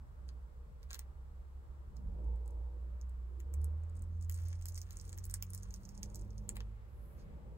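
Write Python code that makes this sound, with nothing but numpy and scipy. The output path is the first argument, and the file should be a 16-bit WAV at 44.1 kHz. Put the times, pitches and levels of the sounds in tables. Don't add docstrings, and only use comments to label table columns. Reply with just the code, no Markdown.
import sys
import numpy as np
from scipy import signal
from scipy.fft import rfft, irfft
from scipy.io import wavfile
from scipy.ndimage import uniform_filter1d

SR = 44100
rng = np.random.default_rng(int(sys.argv[2]) if len(sys.argv) > 2 else 0)


def field_ratio(decibels):
    return 10 ** (np.asarray(decibels, dtype=float) / 20)


def bounce(signal):
    frames = np.transpose(np.atleast_2d(signal))
    limited = np.clip(frames, -1, 1)
    pcm = np.round(limited * 32767).astype(np.int16)
    wavfile.write(sys.argv[1], SR, pcm)


N = 333837
TIME = np.arange(N) / SR
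FREQ = np.fft.rfftfreq(N, 1 / SR)
PORT_LAG_SAMPLES = 11.4
HISS_TOP_HZ = 15800

# (time [s], peak [dB], ring [Hz], body [dB re peak], edge [dB re peak])
FILM_SNAPS = [(4.2972, -41, 6740, -1, 3), (4.314, -50.5, 7190, -8.5, 0), (4.3237, -44, 6800, -18, -4),
              (4.5302, -43.5, 6300, -8.5, -26), (4.6136, -47.5, 7500, -9, -7),
              (4.6569, -38, 7860, -10.5, -1.5), (4.6856, -38.5, 6800, -28, -0.5),
              (4.7777, -36, 5960, -15, -13), (4.8166, -40, 6000, -20, -5), (4.9082, -43, 6560, -6.5, -2),
              (5.013, -40.5, 7140, -29, -22), (5.094, -38.5, 7100, -22, -14),
              (5.1297, -41.5, 7100, -10, -17), (5.1779, -45, 8450, -6, 5), (5.254, -44.5, 8000, -35, 4.5),
              (5.2988, -41.5, 6300, -17, 1.5), (5.341, -22.5, 8070, -20, -18),
              (5.4254, -31, 7230, -10, 3.5), (5.5346, -32, 10320, -17, -16), (5.5486, -33.5, 9400, -30, -8),
              (5.7412, -37.5, 6200, -19, -10.5), (5.8916, -43.5, 6500, -16, -10),
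              (6.0316, -30, 6500, -15, -18.5), (6.158, -36.5, 7500, -33, -7.5)]
# (time [s], peak [dB], ring [Hz], body [dB re peak], edge [dB re peak])
NAIL_PICKS = [(0.2905, -47, 4550, -9, -28), (0.8308, -60, 8000, 4.5, -4), (0.838, -68, 7935, -3, 0),
              (0.907, -47.5, 6460, 2.5, -12), (0.9125, -42.5, 7410, 0, -13), (0.9315, -34.5, 6230, -7, -10),
              (0.9443, -44.5, 7430, -1, -0.5), (0.946, -39.5, 6400, -1.5, -7), (0.955, -41, 5940, -8, -7),
              (0.993, -35.5, 8560, -8.5, -4.5), (1.969, -51, 5660, -21, -13), (2.4787, -54, 8000, -11, -3),
              (3.0141, -51, 6300, -26, -8), (3.096, -56.5, 7950, -24, -10), (3.4031, -47, 7470, -5.5, -5),
              (3.5402, -41.5, 7556, -15.5, -7), (3.617, -53, 9500, -27, -17),
              (3.6445, -38.5, 8700, -35, -18.5), (4.0226, -47.5, 8000, -22, -7),
              (4.2266, -46.5, 7710, -24, -15), (6.4921, -25.5, 7600, -12.5, -17),
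              (6.558, -50, 8600, -5, -5), (6.5684, -44.5, 7740, 2, -1), (6.6056, -49.5, 5150, 4, -12)]
# (time [s], peak [dB], ring [Hz])
SMALL_TICKS = [(4.3438, -37, 7640), (4.3546, -49, 8200), (4.3755, -52.5, 8200), (4.4572, -51, 6500),
               (4.4856, -43, 9400), (4.6242, -42.5, 6560), (4.6679, -45, 7000), (4.7232, -50, 7100),
               (4.7459, -43, 7560), (4.7563, -45, 6340), (4.7833, -44, 8450), (4.9299, -46, 8300),
               (4.9708, -40.5, 7240), (4.999, -43, 6200), (5.054, -49, 6850), (5.0799, -48.5, 6750),
               (5.1859, -42, 6300), (5.3122, -39, 8400), (5.5045, -43.5, 9800), (5.578, -42, 8000),
               (5.6332, -41, 6550), (5.708, -43, 6630), (5.8534, -43.5, 6600), (5.953, -50.5, 5800),
               (5.9779, -46, 6650), (6.1016, -52.5, 6670), (6.1468, -40.5, 7500), (6.2208, -56, 6204),
               (6.3069, -55, 5770), (6.3816, -48.5, 6100)]
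# (time [s], peak [dB], ring [Hz])
NAIL_PROBES = [(2.245, -63, 8500), (2.36, -64.5, 7550), (2.4608, -59, 8300), (2.508, -57.5, 8100),
               (3.8369, -61.5, 7400), (3.898, -60, 7800), (3.9553, -59, 8400), (3.9677, -56, 8300),
               (3.974, -57, 8330), (3.994, -56, 8450), (4.04, -59, 7950), (4.213, -53, 7500),
               (4.238, -56, 7500), (4.247, -54, 7000)]
# (time [s], level [dB])
GLUE_PULLS = [
    [(0.89, -77), (1.03, -79)],
    [(4.1, -87), (4.28, -79), (4.39, -63), (4.57, -73.5), (5.05, -68.5), (5.25, -79.5), (5.65, -71.5),
     (6.0, -73.5), (6.7, -86)],
]
# (rub [dB re pull], bright edge [dB re pull])
SKIN_GRIP = [(6, -13), (-11, -8)]
# (time [s], half length [s], level [dB])
STRIP_SLIDE = [
    (7.077, 0.15, -75.5),
    (7.206, 0.027, -72.5),
]
# (frequency [Hz], gain [dB])
CUPPED_HANDS = [(1000, 6.5), (2500, -3.5), (4100, -1.5), (4800, 2.5), (5800, -0.5), (6500, 1), (7700, -5.5),
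                (9300, 2.5), (10800, -3), (13200, -1), (16000, -3.5)]
# (frequency [Hz], lag [rad])
NEAR_LAG_RAD = [(500, 0.63), (2500, 2.79), (4200, 2.04), (5100, 3.1), (6100, 5.3), (7500, 6.9)]
# (frequency [Hz], gain [dB])
HAND_SHADOW = [(1000, 3), (2600, 2.5), (4000, -5.5), (5600, -8.5), (7200, -3.5)]
# (time [s], firing rate [Hz], load [dB])
ENGINE_PULL = [(0.0, 61.27, -56.5), (1.75, 68, -51.5), (2.1, 60.18, -50.5), (2.3, 58.04, -37),
               (2.75, 60.28, -43), (3.25, 61.12, -43.5), (3.4, 63.43, -46), (3.61, 74.7, -34),
               (3.9, 83.05, -44), (4.3, 84, -39), (4.8, 86.84, -45.5), (4.93, 87.33, -55.5),
               (5.1, 88.73, -49), (5.55, 93.35, -45), (5.8, 96.4, -63.5), (6.1, 101.4, -54.5),
               (6.6, 102.7, -54), (7.0, 106, -60)]
# (time [s], width [s], panel roar [dB], low drone [dB])
TRAFFIC_SWELLS = [(0.0, .06, -95, -57.5), (.3, 0.088, -98, -66.5), (2.05, .2, -76, -63),
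                  (2.25, 0.1, -59.5, -65), (2.6, 0.38, -69.5, -73.5), (3.6, 0.26, -67, -71.5),
                  (4.05, 0.18, -80.5, -63.5), (5.1, 0.13, -75.5, -69), (6.15, 0.39, -69, -59),
                  (6.55, 0.14, -69, -67.5), (7.45, 0.38, -66, -59)]
# (frequency [Hz], width [Hz], level [dB])
PANEL_MODES = [(353.4, 84, 0.45), (467.3, 63, 1.5), (576, 67, -0.5), (880, 170, -8.5)]
# (frequency [Hz], density [dB per Hz])
QUIET_FLOOR = [(12, -39), (20, -19.5), (65, 0), (79, -9.5), (107, -22), (134, -17), (182, -30.5),
               (222, -46), (310, -49), (459, -30.5), (527, -39.5), (1150, -34.5), (2460, -51.5),
               (16000, -63)]
# (frequency [Hz], likeness [0-1])
LIKENESS = [(30, 0.94), (70, 0.8), (150, 0.37), (350, 1), (700, 0.12), (1500, 0.39), (3000, 0),
            (6000, 0.18)]
# (frequency [Hz], left minus right [dB])
FAR_LEAN = [(40, -2.5), (120, -2), (300, 1), (600, 3.0), (1500, 0.5), (3500, -0.5), (5500, -1.5),
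            (7500, -4.5)]


def unit(x):
    return x / np.sqrt(np.mean(x ** 2))


def along(table, quiet=None):
    s, *columns = np.transpose(table)
    return [np.interp(TIME, s, c, quiet, quiet) for c in columns]


def over(table):
    hz, value = np.transpose(table)
    return np.interp(np.log(FREQ + 1), np.log(hz), value)


def colour(x, gain):
    return irfft(rfft(x) * gain, N)


def band(x, lo_hz, hi_hz, order=2):
    return signal.sosfilt(signal.butter(order, [lo_hz, hi_hz], "band", fs=SR, output="sos"), x)


def walk(rate_hz):
    k = int(SR / rate_hz)
    steps = np.repeat(rng.standard_normal(N // k + 1), k)
    return uniform_filter1d(uniform_filter1d(steps, k), k)[:N]


def decay(x, tau_s):
    return signal.lfilter([1], [1, -np.exp(-1 / (tau_s * SR))], x)


def swing(t, rise_s):
    return (t / rise_s) ** 2 * np.exp(2 - 2 * t / rise_s)


def snaps():
    small = SMALL_TICKS + flecks() + NAIL_PROBES
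    events = [(*row, 0.0003) for row in NAIL_PICKS + FILM_SNAPS]
    events += [(s, db, hz, -24.0, -30.0 + hz / 600, 0.00031) for s, db, hz in small]
    length = 256
    t = np.arange(length) / SR
    out, shake = np.zeros(N), np.zeros((3, N))
    for s, db, hz, body_db, edge_db, ring_s in events:
        kick = rng.standard_normal((3, length))
        rough = unit(band(kick[0], 0.81 * hz, 1.28 * hz))
        ring = swing(t, ring_s) * (np.sin(2 * np.pi * hz * t) + 0.63 * rough)
        body = swing(t, 0.00045) * unit(band(kick[1], 1940, 6260))
        edge = swing(t, 0.0003) * unit(band(kick[2], 9200, 16000))
        i = int((s - 0.0004) * SR)
        out[i:i + length] += field_ratio(db + 1.0) * (ring + field_ratio(body_db) * body + field_ratio(edge_db) * edge)
        shake[:, i] = field_ratio(db + np.array([0, body_db, edge_db]))
    lead_in = decay(np.minimum(shake, field_ratio(-47.0))[:, ::-1], 0.0037)[:, ::-1]
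    quiver = decay(shake, 0.0092) + 3.1 * lead_in
    grit = glue(1300, 3.0)
    bands_hz = ((4800, 10000), (1700, 5000), (9500, 15800))
    crackle = [unit(band(grit, lo, hi)) for lo, hi in bands_hz]
    return out + np.sum(field_ratio(np.array([[-22.0], [-18.0], [-16.0]])) * quiver * crackle, axis=0)


def flecks():
    rows = [row[:3] for row in FILM_SNAPS + SMALL_TICKS]
    s, db, hz = np.repeat(rows, 2, axis=0).T
    wait_s = 0.0018 + 0.033 * rng.exponential(size=len(s))
    luck = rng.standard_normal((len(s), 2))
    db = np.minimum(db, -40) - 15.5 + 7 * luck[:, 0]
    hz = np.clip(hz + 670 * luck[:, 1], 5000, 10000)
    return list(zip(s + wait_s, db, hz))


def peel():
    out = 0
    for pull, (rub_db, bright_db) in zip(GLUE_PULLS, SKIN_GRIP):
        pull_db, = along(pull, -150)
        body_db = pull_db + rub_db + 3.0 * walk(5.4)
        edge_db = pull_db + bright_db + 4.6 * walk(14)
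        coarse, fine = (glue(600, 3.5) + 0.25 * rng.standard_normal(N) for _ in range(2))
        low = field_ratio(3.0 * walk(12)) * band(coarse, 5000, 7000, order=3)
        high = field_ratio(3.0 * walk(12)) * band(fine, 7700, 10200)
        out = out + field_ratio(pull_db - 2.5) * unit(low + 0.9 * high)
        out = out + field_ratio(body_db + 1.5) * unit(band(coarse, 1300, 4300))
        out = out + field_ratio(edge_db + 1.5) * unit(band(fine + 0.5 * coarse, 10000, 15800, order=3))
    return out


def glue(per_s, spread_db):
    breaks = rng.random(N) < per_s / SR * field_ratio(4.0 * walk(50))
    boost = field_ratio(spread_db * np.minimum(rng.exponential(size=N), 3))
    return unit(breaks * np.tanh(rng.standard_normal(N)) * boost)


def slide():
    whisper_gain, rub_gain = (field_ratio(db) * np.exp(-((TIME - s) / half_s) ** 2)
                              for s, half_s, db in STRIP_SLIDE)
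    noise = rng.standard_normal((2, N))
    whisper = unit(band(noise[0], 10800, 12400) + 0.69 * band(noise[0], 9000, 15700, order=3))
    rub = unit(band(noise[1], 3600, 7100))
    return whisper_gain * whisper + rub_gain * rub


def cabin(x):
    t60_s, tail_db, length = 0.07, -10.0, 8192
    x = colour(x, field_ratio(over(CUPPED_HANDS)))
    t = np.arange(length) / SR
    onset = np.clip(t / 0.0015 - 1, 0, 1)
    tail = rng.standard_normal((2, length)) * 1000 ** (-t / t60_s) * onset
    tail = tail / np.sqrt(np.sum(tail[0] ** 2))
    wet = signal.fftconvolve(x[None], tail, axes=1)[:, :N]
    left = colour(x, np.exp(-1j * over(NEAR_LAG_RAD))) + field_ratio(tail_db + 5.0) * wet[0]
    right = x + field_ratio(tail_db) * wet[1]
    return np.array([colour(left, field_ratio(over(HAND_SHADOW))), right])


def engine():
    boom_hz, boom_width_hz, boom_db, lift_s, lift_db_per_s = 198.1, 19.6, -61, 6.55, 35
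    hz, firing_db = along(ENGINE_PULL)
    half_db = -63 + 0.2426 * (hz - 60) + 2.5 * walk(5)
    turn = 2 * np.pi * np.cumsum(hz * (1 + 0.0071 * walk(12))) / SR
    boom = field_ratio(boom_db - lift_db_per_s * np.maximum(TIME - lift_s, 0))
    boom = boom / (1 + ((2 * hz - boom_hz) / boom_width_hz) ** 4)
    orders = [(1, field_ratio(firing_db)), (0.5, field_ratio(half_db)), (1.5, field_ratio(firing_db - 27.5)), (2, boom)]
    tone = sum(gain * field_ratio(1.2 * walk(14)) * np.sin(k * turn) for k, gain in orders)
    return np.sqrt(2) * tone * np.clip((7.2 - TIME) / 0.46, 0, 1)


def thud():
    start_s, length_s, hz, db = 2.08, 0.067, 40.6, -40.5
    turn = 2 * np.pi * hz * (TIME - start_s)
    swell = np.exp(-((TIME - start_s) / length_s) ** 2)
    return field_ratio(db) * swell * (np.sin(turn) + 0.57 * np.sin(2 * turn))


def road():
    roar_db, drone_db, rumble_db, rumble_share = -74, -71.5, -57.0, 0.31
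    s, width_s, roar_peak_db, drone_peak_db = np.transpose(TRAFFIC_SWELLS)
    shape = np.exp(-((TIME[:, None] - s) / width_s) ** 2)
    roar_gain = field_ratio(roar_db) + shape @ field_ratio(roar_peak_db)
    drone_gain = field_ratio(drone_db) + shape @ field_ratio(drone_peak_db)
    rumble_gain = field_ratio(rumble_db) * (drone_gain / field_ratio(drone_db)) ** rumble_share
    rumble = unit(band(diffuse(), 34, 69.2)) * rumble_gain
    drone = unit(band(diffuse(), 100.4, 210.6, order=3)) * drone_gain * field_ratio(2.8 * walk(8.7))
    noise = diffuse()
    roar = sum(field_ratio(db + 2.95 * walk(7)) * band(noise, hz - width_hz / 2, hz + width_hz / 2)
               for hz, width_hz, db in PANEL_MODES)
    tread_db = -83.5 + 1.66 * TIME - 7.0 + 4.1 * walk(5.3)
    tread = unit(band(noise, 900, 2420)) * field_ratio(tread_db)
    return rumble + drone + unit(roar) * roar_gain + tread


def still():
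    floor = field_ratio(-50.5 - 3.0) * unit(colour(diffuse(), field_ratio(over(QUIET_FLOOR))))
    out = colour(floor, FREQ < HISS_TOP_HZ)
    for hz in 45 * 2 ** np.arange(6):
        octave = abs(np.log2((FREQ + 1) / hz)) < 0.5
        out = out + colour(floor, octave) * (field_ratio(1.2 * walk(5.4)) - 1)
    return out


def port_lag():
    return np.exp(-2j * np.pi * FREQ * PORT_LAG_SAMPLES / SR)


def diffuse():
    right, other = rfft(rng.standard_normal((2, N)))
    alike = np.clip(over(LIKENESS), 0, 1)
    left = alike * right * port_lag() + np.sqrt(1 - alike ** 2) * other
    return irfft(np.array([left, right]), N)


def scene():
    near = cabin(snaps() + peel() + slide())
    far = engine() + thud() + road() + still()
    lean = field_ratio(over(FAR_LEAN) / 2)
    return near + colour(far, np.array([lean, 1 / lean]))


def top_cut(x):
    return signal.sosfilt(signal.butter(12, 17030, fs=SR, output="sos"), x)


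def record(dry):
    shared_hz, top_hz = 7000, 16300
    shared = 1 / (1 + (shared_hz / (FREQ + 1)) ** 20)
    left, right = rfft(dry) / (1 + (FREQ / top_hz) ** 60)
    left = (1 - shared) * left + shared * right * port_lag()
    both = irfft(np.array([left, right]), N)
    top = colour(both, FREQ > HISS_TOP_HZ)
    shut = uniform_filter1d(top[1] ** 2, size=256) < field_ratio(-73) ** 2
    mix = both - top * uniform_filter1d(1.0 * shut, size=128)
    return top_cut(mix)


dry = scene()
out = record(dry)
bounce(out)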